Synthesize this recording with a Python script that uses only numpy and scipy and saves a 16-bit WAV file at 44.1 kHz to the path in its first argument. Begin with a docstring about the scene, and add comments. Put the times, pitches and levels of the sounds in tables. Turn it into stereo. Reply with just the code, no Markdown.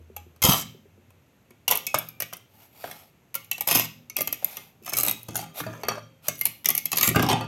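"""A hollow plastic part is pried off a metal plate on a wooden bench with a steel scraper, close up in
a small room. Over a fading low hum and soft taps, the bond cracks and tears, the bent plate springs
flat and knocks on the bench, and a noisy wash dies away. More cracks ring the part; the blade pings.
From 2.5 s the blade slides in strokes between cracks and tears; near 5.8 s it chatters on the plate.
From 6.3 s the cracks crowd in as a hand pulls the part free, and after 7 s the plate clatters down."""
import sys
import numpy as np
from scipy import signal
from scipy.fft import rfft, irfft, next_fast_len
from scipy.io import wavfile
from scipy.ndimage import map_coordinates

SR = 44100
rng = np.random.default_rng(int(sys.argv[2]) if len(sys.argv) > 2 else 0)


def put_to_file(sound):
    """Save the sound as 16-bit audio at rate SR, in the file named by the first command-line argument."""
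    columns = np.atleast_2d(sound).T  # one column per channel
    safe = np.clip(columns, -1, 1)
    whole_steps = np.round(safe * 32767)
    wavfile.write(sys.argv[1], SR, whole_steps.astype(np.int16))


N = 329427

# single cracks of the bond, and at 5.884 s a bright clack of the scraper on the plate: t/s, body/dB, bright/dB
BOND_CRACKS = [(0.164, -40.5, -32.5), (0.361, -55, -61), (0.419, -29, -18.5), (.425, -18.5, -17),
               (.531, -40, -20), (1.104, -58.5, -61), (1.506, -52, -54.5), (1.679, -24.5, -13),
               (1.688, -41, -19.5), (1.711, -23.5, -11.5), (1.721, -26, -21), (1.754, -38, -18),
               (1.773, -53, -16), (1.867, -35.5, -17), (1.944, -21.5, -15.5), (1.986, -53, -20),
               (2.087, -72, -30), (2.202, -34, -21), (2.221, -31.5, -23), (2.327, -32, -49),
               (2.333, -44.5, -25.5), (2.368, -66, -36), (2.912, -38, -34), (3.343, -41, -26),
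               (3.352, -35, -18), (3.445, -61, -45), (3.513, -35.5, -16.5), (3.58, -35.5, -35),
               (3.608, -36, -13.5), (3.674, -27, -18), (3.711, -19.5, -15), (3.75, -21.5, -14),
               (4.098, -47, -33.5), (4.166, -32, -15.5), (4.187, -35, -22), (4.207, -32, -16.5),
               (4.217, -61, -17.5), (4.274, -32.5, -22.5), (4.326, -35.5, -17.5), (4.445, -39, -24.5),
               (4.569, -36.5, -29), (4.862, -38, -31), (4.877, -34.5, -36), (4.895, -53, -24),
               (4.924, -28, -52), (4.934, -33.5, -16), (4.968, -32.5, -13.5), (4.976, -37, -23),
               (4.985, -26, -14.5), (4.999, -45, -16), (5.008, -37, -17), (5.033, -30, -15),
               (5.05, -37, -19), (5.063, -33, -27), (5.073, -29, -27), (5.082, -27, -17), (5.094, -43, -21),
               (5.111, -38.5, -18), (5.231, -67, -39), (5.286, -45, -34.5), (5.355, -30.5, -21),
               (5.366, -77, -20), (5.849, -32, -52), (5.884, -22.5, -27), (6.283, -24.5, -13),
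               (6.391, -59, -31), (6.411, -37.5, -18), (6.454, -33.5, -12), (6.465, -37.5, -21),
               (6.645, -39.5, -29), (6.657, -28, -12.5), (6.687, -28, -8.5), (6.703, -34, -11.5),
               (6.75, -40, -15), (6.777, -38.5, -14), (6.855, -37, -18), (6.917, -37, -15.5),
               (6.929, -24, -18.5), (6.958, -40, -25), (6.973, -32, -14.5), (6.983, -26, -13.5),
               (7.01, -24.5, -16), (7.03, -23, -11), (7.075, -26, -13.5), (7.089, -35, -14),
               (7.158, -35, -22), (7.225, -27, -22)]
# likeness of the two channels: f/Hz, correlation
STEREO_CORRELATION = [(30, 0.27), (100, 1), (300, 0.64), (600, 0.97), (1100, 0.25), (5000, 0),
                      (12000, 0.04)]


def amp(db):
    """Decibels to gain."""
    return 10 ** (np.asarray(db) / 20)


def unit(x):
    """Scale to rms 1."""
    return x / np.sqrt(np.mean(x ** 2) + 1e-20)


def along(points, hz):
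    """Read (f/Hz, value) points on a log axis."""
    f_hz, values = np.transpose(points)
    return np.interp(np.log(hz + 1), np.log(f_hz), values)


def fade(t60_s, count=SR):
    """Exponential decay, count samples long."""
    return np.exp(-np.log(1000) * np.arange(count) / SR / t60_s)


def add(track, t_s, sound):
    """Mix a sound into a track at t_s."""
    part = track[..., max(round(t_s * SR), 0):][..., :sound.shape[-1]]
    part += sound[..., :part.shape[-1]]


def filtered(x, response):
    """Apply a gain given as a function of f/Hz."""
    size = next_fast_len(N + 8192)
    return irfft(rfft(x, size) * response(np.fft.rfftfreq(size, 1 / SR)), size)[..., :N]


def stereo_gains(hz):
    """Left and right gain of the work place, at constant power."""
    # balance: f/Hz, left minus right/dB
    balance = [(50, -7.5), (120, 0.5), (400, 0.5), (700, 1.5), (1300, -4.5), (2400, -4), (4400, 5),
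               (6500, 5), (9000, 6), (12000, -17.5), (15000, -1.5)]
    ratio = amp(along(balance, hz))
    return np.array([ratio, np.ones_like(ratio)]) * np.sqrt(2 / (1 + ratio ** 2))


def stereo_angle(hz):
    """Mid-side angle in radians for the channel correlation."""
    return np.arccos(np.clip(along(STEREO_CORRELATION, hz), -1, 1)) / 2


def noise(spectrum, band_hz=(0, SR), ripple_db=0, spacing_hz=130, shifts_per_s=11):
    """Coloured stereo noise, rms 1; crowded, shifting resonances ripple its spectrum."""
    hz, t_s, bins = signal.stft(rng.standard_normal((2, N)), SR, nperseg=1024)
    grid = np.meshgrid(hz / spacing_hz, t_s * shifts_per_s, indexing="ij")
    ripple = map_coordinates(rng.standard_normal((512, 256)), grid, order=1, mode="mirror")
    angle = stereo_angle(hz)
    mid, side = bins * amp(ripple_db * ripple) * np.array([np.cos(angle), np.sin(angle)])[..., None]
    pair = signal.istft(np.array([mid + side, mid - side]), SR, nperseg=1024)[1][:, :N]
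    low_hz, high_hz = band_hz
    return unit(filtered(
        pair, lambda f: amp(along(spectrum, f)) * stereo_gains(f) * (f >= low_hz) * (f < high_hz)))


def ring(modes, scatter_db, detune=0):
    """Struck modes of random strength and tuning; the high ones reach the microphones out of step."""
    count = int(SR * np.clip(max(t60_s for _, _, t60_s in modes), .05, 1))
    t_s, out = np.arange(count) / SR, np.zeros((2, count))
    for hz, db, t60_s in modes:
        phase = rng.normal() * stereo_angle(hz)
        tuned_hz = hz * (1 + detune * rng.normal())
        wave = np.sin(2 * np.pi * tuned_hz * t_s + np.array([[phase], [-phase]]))
        out += stereo_gains(hz)[:, None] * amp(db + scatter_db * rng.normal()) * wave * fade(t60_s, count)
    attack = 1 - fade(0.0076, count)
    return out * attack * np.sqrt(2 / sum(amp(db) ** 2 for _, db, _ in modes))


def grain(rate_hz, depth_db):
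    """Spiky random gain, rms 1."""
    wander = np.interp(np.arange(N) / SR * rate_hz, np.arange(N // 8), rng.standard_normal(N // 8))
    return unit(amp(depth_db * wander))


def background(air_db=-60):
    """Quiet room air, a low hum that wavers and fades, a few dull taps."""
    # hum: t/s, f/Hz, level/dB
    hum_track = [(0, 80, -47), (.11, 80.3, -56), (.19, 84.5, -47.5), (.34, 81.4, -59), (.75, 92.6, -68),
                 (.86, 92.2, -61), (1.18, 91.6, -61), (1.3, 95.6, -89)]
    # air: f/Hz, relative density/dB
    air_spectrum = [(15, -52), (25, -17), (108, -4.5), (344, -13), (840, -20.5), (1070, -21.5),
                    (1400, -22.5), (1610, -24), (2690, -21.5), (2910, -25), (5280, -34), (6380, -28.5),
                    (9840, -40), (12200, -27.5), (16000, -49.5)]
    # taps: t/s, level/dB
    taps = [(.005, -51), (.1, -44), (0.265, -46), (.747, -45), (.855, -50), (0.977, -48), (1.508, -48.5),
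            (4.82, -45)]
    # ring of a tap: f/Hz, relative level/dB, t60/s
    tap_modes = [(233, -3.5, 0.11), (369, -2.5, 0.14), (410, 0.5, 0.046)]
    t_s = np.arange(N) / SR
    knots_s, hum_hz, hum_db = np.transpose(hum_track)
    phase = 2 * np.pi * np.cumsum(np.interp(t_s, knots_s, hum_hz)) / SR
    hum = np.sqrt(2) * amp(np.interp(t_s, knots_s, hum_db, right=-120)) * np.sin(phase)
    out = amp(air_db) * noise(air_spectrum) + hum
    for tap_s, db in taps:
        add(out, tap_s, amp(db) * ring(tap_modes, scatter_db=2, detune=.05))
    return out


def band_db(body_db, bright_db, band):
    """Level of a burst in band 0 (lowest) to 3."""
    # weight per band: 0 = body level, 1 = bright level
    bright_share = [0, .4, .6, 1]
    return body_db + bright_share[band] * (bright_db - body_db)


def bursts():
    """Cracks, contacts and runs as noise bursts that die fast. Returns direct, room send."""
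    # bands: low f/Hz, high f/Hz
    bands_hz = [(350, 1800), (1800, 4000), (4000, 10000), (10000, 17000)]
    # burst per band: t60/s, gain/dB, room send/dB
    damping = [(0.03, -2.5, -6), (0.054, -5, -5.5), (0.034, -3, -10), (0.014, 0, -17)]
    # burst colour: f/Hz, relative density/dB
    spectrum = [(300, -10.5), (520, 1), (680, 3.5), (860, 3), (1250, 0), (1700, -4.5), (2400, 3),
                (3100, 1.5), (3900, -4), (5000, -4.5), (6500, 0), (8000, -5.5), (11000, -8), (12200, 3),
                (14000, -10), (16000, -14.5)]
    events = list(BOND_CRACKS) + aftershocks() + contacts() + burst_runs()
    direct, to_room = np.zeros((2, N)), np.zeros((2, N))
    for band, (t60_s, gain_db, room_db) in enumerate(damping):
        burst = (fade(t60_s, SR // 8) * (1 - fade(0.0082, SR // 8))) ** 2
        burst /= burst[:SR // 200].mean()  # unit power over the first 5 ms
        power = np.zeros(N)
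        for t_s, body_db, bright_db in events:
            add(power, t_s, amp(band_db(body_db, bright_db, band) + gain_db) ** 2 * burst)
        jerks = grain(rate_hz=bands_hz[band][0] / 5, depth_db=3)  # a break advances unevenly
        sound = np.sqrt(power) * jerks * noise(spectrum, bands_hz[band], ripple_db=7.5, spacing_hz=100.23)
        direct += sound
        to_room += amp(room_db) * sound
    return direct, to_room


def after_ring(ring_db=-15):
    """Ring after each crack and contact: the part's modes, plus high microphone resonances."""
    # hollow part below 6 kHz, microphone above: f/Hz, relative level/dB, t60/s
    modes = [(797, -8, 0.9), (1195, 16.5, 0.13), (2162, 20, 0.18), (2500, -12.5, 0.27), (2550, 10, 0.21),
             (2950, -0.5, 0.11), (3366, 14.5, 0.1), (4850, -7.5, 0.093), (6460, -8.5, 0.072),
             (11500, -7.5, 0.15), (12800, -16.5, 0.074)]
    out = np.zeros((2, N))
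    for t_s, body_db, bright_db in list(BOND_CRACKS) + contacts():
        gain = amp(band_db(body_db, bright_db, 1) + ring_db)
        add(out, t_s, gain * ring(modes, scatter_db=6, detune=.035))
    return out


def knocks(boom_db=-14, kick_ring_db=-17.5, thump_t60_s=0.083, jolt_t60_s=0.035):
    """The plate drops or is kicked by a crack: a dull thump, the bench's boom, the plate's ring."""
    # a crack kicks harder as the plate loosens: t/s, thump re body level/dB
    kick_thump = [(1.7, -13), (3.4, -10.5), (4.2, -4), (5.1, -8), (6.3, -6), (6.7, -6.5)]
    # wooden bench: f/Hz, relative level/dB, t60/s
    bench_modes = [(115.6, 0, 0.88), (160.8, 3, 0.74), (212, -3.5, 0.79), (246.6, -5.5, 1),
                   (297, 1.5, 0.38)]
    # metal plate: f/Hz, relative level/dB, t60/s
    plate_modes = [(406, -3.5, 0.52), (534, -9, 0.93), (619, -8.5, 0.37), (699, 4.5, 0.22),
                   (780, -18.5, 0.17), (940, -16, 0.083), (1199, 3, 0.37), (1390, -4, 0.38),
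                   (1910, 3, 0.11), (2600, 6.5, 0.17), (2560, -5, .16), (3190, -4.5, 0.51),
                   (4580, 7, 0.091), (5950, -13.5, .18), (7300, -20.5, .12)]
    # the bent plate springs flat: t/s, f/Hz, level/dB
    jolts = [(0.419, 82, -23.5), (.441, 86, -12.5), (0.488, 150.4, -6.5), (.495, 251.3, -12),
             (3.751, 86.5, -25)]
    # thump: f/Hz, relative density/dB
    thump_spectrum = [(25, -31.5), (55, -13.5), (105, -0.5), (240, -1), (400, -3.5), (900, -35.5),
                      (2000, -96.5)]
    kicks = [(t_s, body_db + np.interp(t_s, *np.transpose(kick_thump)), body_db + kick_ring_db)
             for t_s, body_db, _ in BOND_CRACKS]
    push, rings = np.zeros(N), np.zeros((2, N))
    for t_s, thump_db, plate_db, *_ in kicks + bounces():
        add(push, t_s, amp(thump_db) * fade(thump_t60_s) * (1 - fade(0.048)))
        add(rings, t_s, amp(thump_db + boom_db) * ring(bench_modes, scatter_db=2, detune=.02))
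        add(rings, t_s, amp(plate_db) * ring(plate_modes, scatter_db=0, detune=0.0058))
    pan = amp([[-16.5], [0]])  # jolts reach mostly the right microphone
    for t_s, hz, db in jolts:
        jolt = np.sin(2 * np.pi * hz * np.arange(SR) / SR) * fade(jolt_t60_s)
        add(rings, t_s, amp(db) * pan / pan.mean() * jolt)
    return push * noise(thump_spectrum) + rings


def pings(ref_t60_s=0.065, ref_hz=2480):
    """Flicked steel springs back and rings briefly; lower pings last longer."""
    # flicks of the blade or the plate's edge: t/s, f/Hz, level/dB
    flicks = [(.165, 824, -36.5), (.165, 2690, -35.5), (.443, 509, -26.5), (0.503, 892, -25.5),
              (1.679, 2850, -21), (1.868, 2550, -16), (1.868, 2250, -25), (1.943, 2600, -21),
              (1.988, 2300, -37), (2.088, 2370, -38), (2.842, 496, -36), (3.352, 1385, -33.5),
              (3.352, 547, -40), (3.515, 2680, -25), (3.515, 2972, -33), (3.606, 2246, -28.5),
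              (3.71, 2196, -19), (4.1, 2230, -34.5), (4.161, 2540, -25.5), (5.425, 818, -37),
              (5.665, 640, -32), (6.412, 2120, -29.5), (6.856, 2140, -34.5), (7.166, 807, -17.5),
              (7.264, 750, -24), (7.327, 788, -23)]
    out = np.zeros((2, N))
    for t_s, hz, db in flicks:
        t60_s = ref_t60_s * (ref_hz / hz) ** 0.61
        add(out, t_s, amp(db) * ring([(hz, 0, t60_s)], scatter_db=4.5))
    return out


def aftershocks(mean_wait_s=.011, gain_db=-16):
    """The bond gives a little more just after each crack. Rows: t/s, body/dB, bright/dB."""
    waits_s = mean_wait_s * (.5 + rng.random(len(BOND_CRACKS)))
    return [(t_s + wait_s, body_db + gain_db, bright_db + gain_db)
            for (t_s, body_db, bright_db), wait_s in zip(BOND_CRACKS, waits_s)]


def burst_runs(spread_db=6.5, gain_db=0.5, even_above_hz=300, max_bursts=128):
    """Dense runs of tiny bursts, more even when faster. 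Rows: t/s, body/dB, bright/dB."""
    # 0.522-0.628 s: a noisy wash dying away after the first big break; the rest: tearing or rattling
    # start/s, end/s, burst rate/Hz, body/dB, bright/dB, fall over the run/dB
    runs = [(0.435, 0.519, 605, -25.5, -22.5, 1.5), (0.522, 0.628, 900, -32.5, -29, 13.5),
            (1.702, 1.776, 430, -29, -33.5, 16), (3.67, 3.756, 540, -32.5, -27, 4),
            (3.744, 3.853, 485, -28, -19.5, 18.5), (4.825, 4.931, 117, -56, -46, -12.5),
            (4.956, 5.12, 275, -38, -29, 16), (5.147, 5.352, 205, -68.5, -66.5, -20.5),
            (5.359, 5.44, 440, -42, -39.5, 7), (5.611, 5.821, 600, -53, -69, -2),
            (5.887, 5.983, 350, -41.5, -67, -1), (6.293, 6.517, 300, -78, -55.5, -10),
            (6.955, 7.031, 240, -44, -30, -2), (7.025, 7.092, 580, -38.5, -25, 3.5),
            (7.146, 7.28, 500, -31.5, -51.5, 3), (7.285, 7.331, 600, -22.5, -38, 1.5),
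            (7.349, 7.443, 470, -32, -69, 5)]
    rows = []
    for start_s, end_s, rate_hz, body_db, bright_db, fall_db in runs:
        jitter, size = rng.random(max_bursts), rng.standard_normal(max_bursts)
        evenness = np.sqrt(max(rate_hz / even_above_hz, 1))
        count = int(np.clip((end_s - start_s) * rate_hz, 2, max_bursts))
        progress = (np.arange(count) + jitter[:count]) / count
        strength = unit(amp(spread_db / evenness * size[:count]))
        size_db = 20 * np.log10(strength) + gain_db - fall_db * progress
        rows += zip(start_s + (end_s - start_s) * progress, body_db + size_db, bright_db + size_db)
    return rows


def bounces(count=4, gap_s=.035):
    """Each drop repeats evenly, weaker each time. Rows: t/s, thump/dB, plate ring/dB, contact/dB."""
    # plate on bench, or loose part on plate: t/s, thump/dB, plate ring/dB, contact/dB, loss per bounce/dB
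    drops = [(0.443, -18, -29.5, -23, 24), (0.486, -25, -41, -27, 20), (1.715, -43, -34, -24, 8),
             (1.942, -33, -39, -13, 14), (2.84, -37.5, -47, -27.5, 9.5), (3.75, -24, -42, -28, 19),
             (4.17, -49, -43, -52, 13), (4.208, -43, -49, -41, 14.5), (4.426, -52, -54, -37, 21),
             (5.286, -26, -47, -38.5, 8), (5.391, -40, -38, -32, 6), (5.602, -29, -63, -24, 12),
             (5.664, -26, -37.5, -33.5, 10.5), (5.834, -36, -35.5, -26, 14.5),
             (5.884, -40, -30.5, -20.5, 8), (7.075, -18.5, -36, -42, 3), (7.159, -10.5, -30.5, -11, 3.5),
             (7.298, -15.5, -29, -15, 11), (7.328, -18, -30, -16, 24), (7.409, -28, -30, -25.5, 16)]
    return [(t_s + k * gap_s, thump_db - k * loss_db, plate_db - k * loss_db, contact_db - k * loss_db)
            for t_s, thump_db, plate_db, contact_db, loss_db in drops for k in range(count)]


def contacts(treble_db=-19.5):
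    """The clack of each bounce, duller than a crack. Rows: t/s, body/dB, bright/dB."""
    return [(t_s, db, db + treble_db) for t_s, _, _, db in bounces()]


def stroke(start_s, peak_s, end_s, db):
    """Gain of one push of the blade: it swells and fades."""
    return amp(db) * np.interp(np.arange(N) / SR, [start_s, peak_s, end_s], [0, 1, 0]) ** 1.5


def scraping(rasp_db=-2):
    """The blade rasps under the part, catching on fine ridges and coarser lumps."""
    # pushes of the blade: start/s, peak/s, end/s, level/dB
    strokes = [(2.45, 2.63, 2.72, -50), (2.684, 2.862, 3.15, -40.5), (4.327, 4.524, 4.74, -38.5),
               (5.531, 5.603, 5.63, -27.5), (6.216, 6.271, 6.3, -38.5)]
    # rasp: f/Hz, relative density/dB
    rasp_spectrum = [(240, -34), (400, -7.5), (839, 7), (1070, -5), (1420, -1.5), (1560, -11), (2510, 3),
                     (2750, -3), (3260, -1.5), (5520, -5), (9470, -9.5), (12500, 3.5), (16000, -13.5)]
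    # silent layer, gain zero as its end precedes its start: start/s, peak/s, end/s, level/dB
    silent_stroke = (5.52, 5.575, 5.5, -46)
    # its narrow band at 5.25 kHz: f/Hz, relative density/dB
    silent_spectrum = [(4700, -50), (5250, 0), (5800, -45)]
    push = sum(stroke(*row) for row in strokes)
    catching = grain(rate_hz=870, depth_db=2.5) * grain(rate_hz=51, depth_db=0.5)
    rasp = amp(rasp_db) * push * noise(rasp_spectrum, ripple_db=3, spacing_hz=218, shifts_per_s=7)
    silent_layer = stroke(*silent_stroke) * noise(silent_spectrum)
    return catching * (rasp + silent_layer)


def chatter():
    """The loose scraper hits the plate and rings on."""
    # hits: t/s, level/dB
    hits = [(5.833, -38), (5.886, -19.5), (7.199, -37), (7.295, -24)]
    # steel scraper: f/Hz, relative level/dB, t60/s
    modes = [(2560, -14, 0.18), (3140, -13, 0.18), (4420, 20, 0.052), (4460, 6, 0.14), (5400, 11, 0.04),
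             (5820, 19, 0.074), (6600, -43, 0.092), (6700, -47, 0.047), (8600, -66, 0.059),
             (12110, -19, .14)]
    out = np.zeros((2, N))
    for t_s, db in hits:
        add(out, t_s, amp(db) * ring(modes, scatter_db=1, detune=.01))
    return out


def room(x):
    """Small-room reverberation, with a new noise tail for each third of a second."""
    # reverberation time: f/Hz, t60/s
    decay = [(100, 0.51), (250, 0.55), (600, 0.21), (1500, 0.33), (4000, 0.41), (10000, 0.29),
             (16000, 0.46)]
    out, hop = np.zeros((2, N)), SR // 3
    for start in range(0, N, hop):
        hz, t_s, bins = signal.stft(rng.standard_normal((2, SR // 2)), SR, nperseg=256)
        envelope = np.exp(-np.log(1000) * t_s / along(decay, hz)[:, None])
        tail = signal.istft(bins * envelope, SR, nperseg=256)[1]
        tail *= 1 - fade(0.025, tail.shape[1])  # the first walls are a few milliseconds away
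        tail /= np.linalg.norm(tail[0])
        add(out, start / SR, signal.fftconvolve(x[:, start:start + hop], tail, axes=1))
    return out


def scene(room_send_db=-9):
    """All the work at the plate, in its room."""
    direct, to_room = bursts()
    work = after_ring() + knocks() + pings() + chatter() + scraping()
    return direct + work + room(to_room + amp(room_send_db) * work) + background()


def record(dry, low_hz=62, top_hz=16100):
    """The recorder cuts deep bass, rounds the highest peaks and limits the band."""
    thin = signal.sosfilt(signal.butter(3, low_hz, "highpass", fs=SR, output="sos"), dry)
    rounded = thin / (1 + np.abs(thin) ** 6) ** (1 / 6)
    return filtered(rounded, lambda hz: (1 - np.tanh((hz - top_hz) / 130)) / 2)


dry = scene()
out = record(dry)
put_to_file(out)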